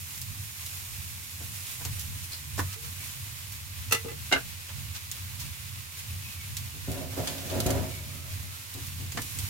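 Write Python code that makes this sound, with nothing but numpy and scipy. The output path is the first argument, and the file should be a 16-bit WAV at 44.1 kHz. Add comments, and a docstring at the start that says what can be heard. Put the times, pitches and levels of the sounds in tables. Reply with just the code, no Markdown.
"""Chopped onions fry gently over a humming gas burner, and water drops spit in the oil now and then.
From 1.4 s boiled potatoes are dropped in by hand: the frying flares, steam puffs out, bangles jingle
and more steam squeaks faintly. Around 4 s a bowl and then a plate clack beside the stove.
Near 7 s something is dragged across the worktop with a hollow rumble, and steel clinks lightly.
Just after 9 s a steel spatula comes down into the pan and the frying flares again."""
import sys
import numpy as np
from scipy import signal
from scipy.fft import rfft, irfft, next_fast_len
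from scipy.io import wavfile

SR = 44100
rng = np.random.default_rng(int(sys.argv[2]) if len(sys.argv) > 2 else 0)


def put_to_file(sound):
    """Save the sound as 16-bit audio at rate SR, in the file named by the first command-line argument."""
    columns = np.atleast_2d(sound).T  # one column per channel
    safe = np.clip(columns, -1, 1)
    whole_steps = np.round(safe * 32767)
    wavfile.write(sys.argv[1], SR, whole_steps.astype(np.int16))


N = 418509
TIME = np.arange(N) / SR


def from_db(db):
    """Turn decibels into a number to multiply by."""
    return 10 ** (np.asarray(db) / 20)


def unit_level(x):
    """Scale a sound so that its average strength (rms) is 1."""
    return x / np.sqrt(np.mean(x ** 2) + 1e-20)


def colour(x, spectrum):
    """Turn pitches up or down along a curve of (f/Hz, level/dB) points."""
    hz, db = np.transpose(spectrum)
    size = next_fast_len(N, True)
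    bins = np.fft.rfftfreq(size, 1 / SR)
    gain = from_db(np.interp(np.log(bins + 1), np.log(hz), db))
    return irfft(rfft(x, size) * gain, size)[..., :N]


def low_pass(x, hz, order=2):
    """Dull a sound above hz."""
    return signal.sosfilt(signal.butter(order, min(hz, SR / 2 - 100), fs=SR, output="sos"), x + 1e-18)


def high_pass(x, hz):
    """Thin out a sound below hz."""
    return signal.sosfilt(signal.butter(2, hz, "high", fs=SR, output="sos"), x)


def drift(per_s):
    """A random wobble of about size 1 that heads for a new value per_s times a second."""
    targets = rng.standard_normal(4096)
    return unit_level(np.interp(TIME * per_s, np.arange(len(targets)), targets))


def stereo_noise(alike):
    """Hiss for two ears: alike is 0 for nothing shared, 1 for the same in both."""
    return np.sqrt(alike) * rng.standard_normal(N) + np.sqrt(1 - alike) * rng.standard_normal((2, N))


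def clicks(per_s, spread_db):
    """Random clicks of uneven size."""
    sizes = from_db(spread_db * np.minimum(rng.exponential(1, N), 5))
    return unit_level(sizes * rng.choice([-1, 1], N) * (rng.random(N) < per_s / SR))


def scatter(x, decay_s):
    """Nearby metal surfaces smear each click, differently for each ear."""
    t = TIME[:SR // 20]
    echoes = rfft(rng.standard_normal((2, len(t))) * np.exp(-t / decay_s))
    evened = irfft(echoes / np.abs(echoes) ** .5)   # so that no pitch sticks out much
    evened /= np.sqrt(np.sum(evened ** 2, axis=1, keepdims=True))
    return signal.oaconvolve(x[None], evened[:, :len(t) // 2], axes=1)[:, :N]


def resonate(force, tones):
    """Make an object ring at its own tones; the narrow ones ring longest."""
    out = 0
    for hz, width, db in tones:
        r = np.exp(-np.pi * width / SR)   # share of the ringing left after one sample
        feedback = [1, -2 * r * np.cos(2 * np.pi * hz / SR), r * r]
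        out = out + from_db(db) * (1 - r * r) / 2 * signal.lfilter([1, 0, -1], feedback, force + 1e-18)
    return out


def struck(blows, tones, alike, kick_db, crunch_db, ear_lag_s=0.000085):
    """Each blow is one kick plus a fading crunch of tiny collisions; both make the object ring."""
    crunch, kick, noise = np.zeros((2, N)), np.zeros((2, N)), stereo_noise(alike)
    for s, db, decay_s, bright_hz in blows:
        span = slice(int(s * SR), int(s * SR) + SR // 2)
        t = TIME[span] - TIME[span][0]
        envelope = np.exp(-t / decay_s) * (1 - np.exp(-t * bright_hz / 2))
        crunch[:, span] += from_db(db) * low_pass(noise[:, span] * envelope, bright_hz)
        # the kick carries the energy of the crunch and reaches the left ear first
        impulse = np.array([t == 0, t == t[int(ear_lag_s * SR)]]) * np.linalg.norm(envelope)
        kick[:, span] += from_db(db) * low_pass(impulse, bright_hz)
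    return crunch + resonate(from_db(kick_db) * kick + from_db(crunch_db) * crunch, tones)


def with_decays(blows, decay_s, at_hz):
    """Give each blow a fading time: decay_s at brightness at_hz, longer if softer and duller."""
    return [(s, db, decay_s * (at_hz / hz) ** 0.87, hz) for s, db, hz in blows]


def sizzle(per_s, spread_db, hiss_db, decay_s, spots=4):
    """Tiny bursts at several spots in the oil, over a smooth hiss of steam."""
    bursts = sum(scatter(clicks(per_s / spots, spread_db), decay_s) for _ in range(spots))
    return unit_level(bursts) + from_db(hiss_db) * stereo_noise(alike=0.031)


# how strong the crackle and the fizz are at each pitch: f/Hz, level/dB
CRACKLE_COLOUR = [(300, -4.5), (600, -9), (850, -5), (1100, 0), (1400, -1), (1850, 0), (2350, 4.5),
                  (3100, 1.5), (4200, 2), (5500, -2), (7200, -3), (10000, -2), (16000, -3.5)]
FIZZ_COLOUR = [(2500, -37), (5500, -2), (7300, 0.5), (8800, 2), (10300, 1.5), (12000, 3.5), (14000, 1),
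               (16000, -1.5)]
# potatoes land or are pushed onto hot metal: t/s, crackle boost/dB, fizz boost/dB
FLARES = [(1.42, 1, 2), (2.58, 0.5, 1.5), (9.17, 2.5, 5.5)]

def frying(flicker_db=0.87, sink_s=4.6, flare_rise_s=0.2):
    """Wet onion crackles and the finest droplets fizz above it; both flicker and flare together."""
    crackle = sizzle(per_s=6000, spread_db=3, hiss_db=-1, decay_s=0.0023)
    fizz = sizzle(per_s=4600, spread_db=5, hiss_db=15.5, decay_s=0.00072)
    crackle_db = -42
    fizz_db = np.interp(TIME, [0, sink_s], [-39.5, -44])   # the fizz sinks slowly from the start until sink_s
    for s, crackle_boost_db, fizz_boost_db in FLARES:
        age = np.maximum(TIME - s, 0) / flare_rise_s
        swell = age * np.exp(1 - age)   # rises fast, then dies as the water boils off
        crackle_db += crackle_boost_db * swell
        fizz_db += fizz_boost_db * swell
    crackle = from_db(crackle_db) * unit_level(colour(crackle, CRACKLE_COLOUR))
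    fizz = from_db(fizz_db) * unit_level(colour(fizz, FIZZ_COLOUR))
    return from_db(flicker_db * drift(18)) * (crackle + fizz)


# how strong the flame is at each pitch: f/Hz, level/dB
BURNER_COLOUR = [(20, -23), (40, -42), (54, -13.5), (68, -11.5), (82, -0.5), (96, 4), (116, -5.5),
                 (138, -4.5), (170, -17), (215, -20), (280, -30), (420, -50), (900, -40.5)]

def burner(flutter_db=3):
    """The gas flame gives a low, fluttering hum."""
    hum = unit_level(colour(stereo_noise(alike=0.65), BURNER_COLOUR))
    return from_db(-40.5 + flutter_db * drift(9)) * hum


# the loudest spits of oil and the pitch of their snap: t/s, level/dB, f/Hz
SPITS = [(0.2156, -26.5, 11000), (.663, -31, 9500), (1.851, -25.5, 6360), (1.995, -28, 11500),
         (3.522, -33, 10500), (5.1147, -25.5, 7000), (6.5686, -26.5, 7500), (6.917, -30.5, 10500),
         (8.739, -33, 11000), (8.868, -35, 10500), (9.219, -28, 9000), (9.388, -24.5, 8000)]

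def spits(snap_s=0.00029, spray_s=0.014, faint_per_s=0.8, faint_db=-37.5, faint_hz=7500):
    """A water drop bursts in the oil: a sharp snap, then a short spray. Faint ones come at random."""
    out, noise = np.zeros((2, N)), stereo_noise(alike=0.27)
    t = TIME[:SR // 16]
    chance = rng.random((int(faint_per_s * N / SR), 2))
    faint = [(when * TIME[-len(t) - 1], faint_db, faint_hz * 2 ** (pitch - .5)) for when, pitch in chance]
    for s, db, hz in SPITS + faint:
        span = slice(int(s * SR), int(s * SR) + len(t))
        snap = from_db(10) * np.exp(-t / snap_s) * np.sin(2 * np.pi * hz * t)
        spray = from_db(-2) * noise[:, span] * np.exp(-t / spray_s)
        out[:, span] += from_db(db) * high_pass(snap + spray, 0.33 * hz)   # high snaps have thin sprays
    return out


# soft blows in the pan: t/s, level/dB, brightness/Hz
PAN_BLOWS = [(1.404, -39, 600), (1.808, -38, 1100), (1.852, -36.5, 1200), (2.579, -29, 910),
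             (2.591, -23.5, 1440), (2.607, -37, 900), (6.74, -37, 300), (8.751, -30, 298),
             (9.0, -33.5, 300), (9.15, -26.5, 263), (9.174, -25.5, 2600), (9.186, -31, 2000),
             (9.359, -35.5, 260)]
# the tones the pan rings at: f/Hz, width/Hz, level/dB
PAN_TONES = [(90.5, 61, 15), (288, 95, 8.5), (464, 37, 9.5), (720, 130, 6), (1020, 260, 8), (1485, 180, 8),
             (1700, 71, -5.5), (1777, 97, 13.5)]

def pan():
    """Potatoes, and later the spatula, thud into the pan and make it ring briefly."""
    blows = with_decays(PAN_BLOWS, decay_s=0.011, at_hz=1400)
    return struck(blows, PAN_TONES, alike=0.52, kick_db=-4, crunch_db=2)


# puffs of steam and wet squelches, by their middle in time and pitch: t/s, level/dB, f/Hz
PUFFS = [(1.87, -51, 5030), (2.245, -37, 9000), (2.595, -28.5, 8000), (2.735, -35.5, 5000),
         (2.845, -38.5, 3500), (4.70, -35.5, 1990), (4.963, -32, 4500), (5.41, -32, 8000),
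         (5.995, -37, 8000)]

def puffs(half_width_s=0.017):
    """Trapped steam escapes in brief swells of hiss."""
    out, noise = np.zeros((2, N)), stereo_noise(alike=0.034)
    for s, db, hz in PUFFS:
        span = slice(int(s * SR) - SR // 10, int(s * SR) + SR // 10)
        swell = np.exp(-((TIME[span] - s) / half_width_s) ** 2)
        band = signal.butter(1, [hz / 3, min(hz * 2, SR / 2 - 2000)], "band", fs=SR, output="sos")
        out[:, span] += from_db(db) * signal.sosfilt(band, noise[:, span] * swell)
    return out


# the bangles touch: t/s, level/dB, decay/s, brightness/Hz
JINGLES = [(2.318, -44, .02, 9000), (2.332, -43, 0.017, 9000)]
# the tones the bangles ring at: f/Hz, width/Hz, level/dB
BANGLE_TONES = [(4230, 120, 19.5), (4500, 150, 15), (4870, 250, 15)]

def bangles():
    """Bangles slide together on the wrist with a small, high jingle."""
    return struck(JINGLES, BANGLE_TONES, alike=0.1, kick_db=-12, crunch_db=2)


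# squeaks of steam: t/s, length/s, starting f/Hz, level/dB
SQUEAKS = [(2.62, 0.17, 1240, -58), (2.848, 0.4, 2420, -65), (4.877, 0.17, 2560, -58.5),
           (6.17, 0.29, 2670, -57), (6.328, 0.12, 2390, -53.5), (7.86, .17, 2430, -55),
           (8.06, 0.215, 1250, -58), (8.44, 0.21, 1297, -59)]

def squeaks(rest_hz=1508, glide_share=0.3, waver=0.019):
    """Steam forced out under the potatoes whistles shakily, sliding part of the way to rest_hz."""
    out = np.zeros(N)
    unsteady = 1 + waver * drift(150)
    flutter = from_db(3.8 * drift(60))
    for s, length, start_hz, db in SQUEAKS:
        span = slice(int(s * SR), int((s + length) * SR))
        progress = np.linspace(0, 1, len(TIME[span]))
        hz = (start_hz + (rest_hz - start_hz) * glide_share * progress) * unsteady[span]
        out[span] += from_db(db) * np.sin(np.pi * progress) * np.sin(2 * np.pi * np.cumsum(hz) / SR)
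    return kitchen_echo((out * flutter)[None])   # heard off the walls, so blurred


# blows on the bowl: t/s, level/dB, decay/s, brightness/Hz
BOWL_BLOWS = [(2.76, -39, 0.026, 450), (2.835, -40, .015, 500), (3.911, -34, 0.024, 11000),
              (3.9225, -21.5, 0.013, 15000), (3.947, -30, 0.01, 9100), (4.046, -14.5, 0.012, 334),
              (4.082, -40.5, 0.019, 2500), (4.115, -25, 0.0092, 500)]
# the tones the bowl rings at: f/Hz, width/Hz, level/dB
BOWL_TONES = [(343, 5.7, 3.3), (453, 18, 21.7), (851, 52, 7.3), (1320, 140, 9.4), (1740, 25, 7.6),
              (1990, 23, 19.7), (2680, 110, 16), (3540, 130, 3.7), (4220, 48, 8.6), (6140, 220, 4.2),
              (10000, 11000, 2)]

def bowl():
    """The bowl is touched, then knocked so that it rocks and rings."""
    return struck(BOWL_BLOWS, BOWL_TONES, alike=0.16, kick_db=-5, crunch_db=2.5)


# blows on the plate: t/s, level/dB, decay/s, brightness/Hz
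PLATE_BLOWS = [(4.315, -26.5, 0.024, 3000), (4.3245, -16.5, 0.014, 7140), (4.36, -23, 0.0093, 2200)]
# the tones the plate rings at: f/Hz, width/Hz, level/dB
PLATE_TONES = [(270, 19, 10), (423, 160, 8.9), (710, 140, 10.6), (1185, 24, 3.9), (1470, 60, 13),
               (1560, 83, 18), (2090, 130, 13.5), (2770, 61, 20.4), (2940, 30, 3.9), (3820, 110, 11)]

def plate():
    """The plate is set down: three quick knocks make one clack."""
    return struck(PLATE_BLOWS, PLATE_TONES, alike=0.056, kick_db=-10.5, crunch_db=-2.5)


def push(start_s, hold_s, release_s, rise_s=0.018):
    """The strength of one push: it rises, holds and fades."""
    age = TIME - start_s
    return np.clip(age / rise_s, 0, 1) * np.exp(-np.maximum(age - hold_s, 0) / release_s)


# shoves across the worktop: t/s, hold/s, level/dB
SHOVES = [(6.867, 0.16, -41.5), (7.159, 0.02, -33.5), (7.496, 0.12, -37), (7.648, .14, -33)]
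# heavy bumps on the way: t/s, level/dB, decay/s, brightness/Hz
BUMPS = [(6.884, -21.5, 0.056, 170), (7.175, -37, 0.021, 298), (7.661, -21.5, 0.051, 300)]
# the tones the hollow worktop rings at: f/Hz, width/Hz, level/dB
WORKTOP_TONES = [(100, 19, 30), (149.5, 15, 23), (209, 16, 20), (263, 17.5, 26.7), (315, 8.3, 3.2),
                 (368.4, 56, 19), (500, 53, 16.2), (560, 27, 20), (624, 24, 22.2), (699, 16, 16),
                 (917, 16, 18), (1350, 110, 15)]

def drag(dull_hz=700, rasp_hz=1700, lowest_hz=50, boom_hz=130):
    """Slips and rubbing shake the hollow worktop in four shoves; the sliding adds a thin scrape."""
    slips = from_db(-7) * scatter(clicks(per_s=450, spread_db=0.5), decay_s=0.00099)
    friction = slips + stereo_noise(alike=0.54)
    grip = from_db(1.8 * drift(45))
    sliding = push(start_s=7.09, hold_s=0.65, release_s=0.35)   # light sliding joins the shoves
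    effort = from_db(-47.5) * sliding
    for s, hold_s, db in SHOVES:
        effort = np.maximum(effort, from_db(db) * push(s, hold_s, release_s=0.075))
    force = low_pass(friction * grip * effort, dull_hz, order=3)
    weight = from_db(-1.5) * low_pass(stereo_noise(alike=1) * effort, boom_hz)   # the load makes it boom
    bumps = struck(BUMPS, WORKTOP_TONES, alike=0.82, kick_db=-4, crunch_db=-16)
    ringing = resonate(force + weight, WORKTOP_TONES)
    rumble = from_db(1) * force + from_db(-2.5) * ringing + from_db(-1) * bumps
    rasp = from_db(1.5) * low_pass(stereo_noise(alike=0.3) * grip * effort, rasp_hz)
    scrape = stereo_noise(alike=0.044) * grip * (from_db(-41.5) * sliding ** 2 + from_db(-19) * effort)
    return high_pass(rumble, lowest_hz) + rasp + scrape


# light clinks of steel: t/s, level/dB, brightness/Hz
CLINKS = [(7.273, -27, 7000), (7.38, -36, 4430), (7.498, -35.5, 5000), (7.602, -27.5, 13000),
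          (7.6635, -29, 15000), (7.7045, -29.5, 13000), (9.120, -35.5, 10000), (9.1727, -33.5, 7900)]
# the tones the steel rings at: f/Hz, width/Hz, level/dB
STEEL_TONES = [(3120, 100, 6), (3500, 180, 2), (4540, 580, 3), (6500, 340, 5.6), (11000, 7700, 6.1)]

def spatula():
    """Light taps make the steel spatula ring, high and short."""
    blows = with_decays(CLINKS, decay_s=0.014, at_hz=7000)
    return struck(blows, STEEL_TONES, alike=0.034, kick_db=-14, crunch_db=0.5)


def kitchen_echo(x, fade_s=0.14):
    """The walls send back a short, slightly dull echo that drops 60 dB in fade_s."""
    t = TIME[:SR // 2]
    tail = low_pass(rng.standard_normal((2, len(t))), 3800) * from_db(-60 * t / fade_s) * (t > .005)
    tail /= np.sqrt(np.sum(tail ** 2, axis=1, keepdims=True))
    return signal.oaconvolve(x, tail, axes=1)[:, :N]


def scene():
    """Short kitchen sounds and their echo, over the steady frying and flame."""
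    events = spits() + pan() + puffs() + bangles() + bowl() + plate() + drag() + spatula()
    return frying() + burner() + events + from_db(-13.5) * kitchen_echo(events) + squeaks()


# how the left microphone opening colours the sound: f/Hz, level/dB
LEFT_MIC_COLOUR = [(60, 1.5), (100, -2.5), (140, -6), (260, -1.5), (550, -2.5), (1500, -1), (2400, -1),
                   (4000, -0.5), (7200, 0), (8000, -5.5), (8800, -12.5), (10500, -7), (12500, -5.5),
                   (16000, -8)]

def record(dry, cutoff_hz=15900):
    """The left microphone is duller, and both sides lose the very highest pitches."""
    heard = np.array([colour(dry[0], LEFT_MIC_COLOUR), dry[1]])
    return signal.sosfilt(signal.ellip(12, .1, 80, cutoff_hz, fs=SR, output="sos"), heard)


dry = scene()
out = record(dry)
put_to_file(out)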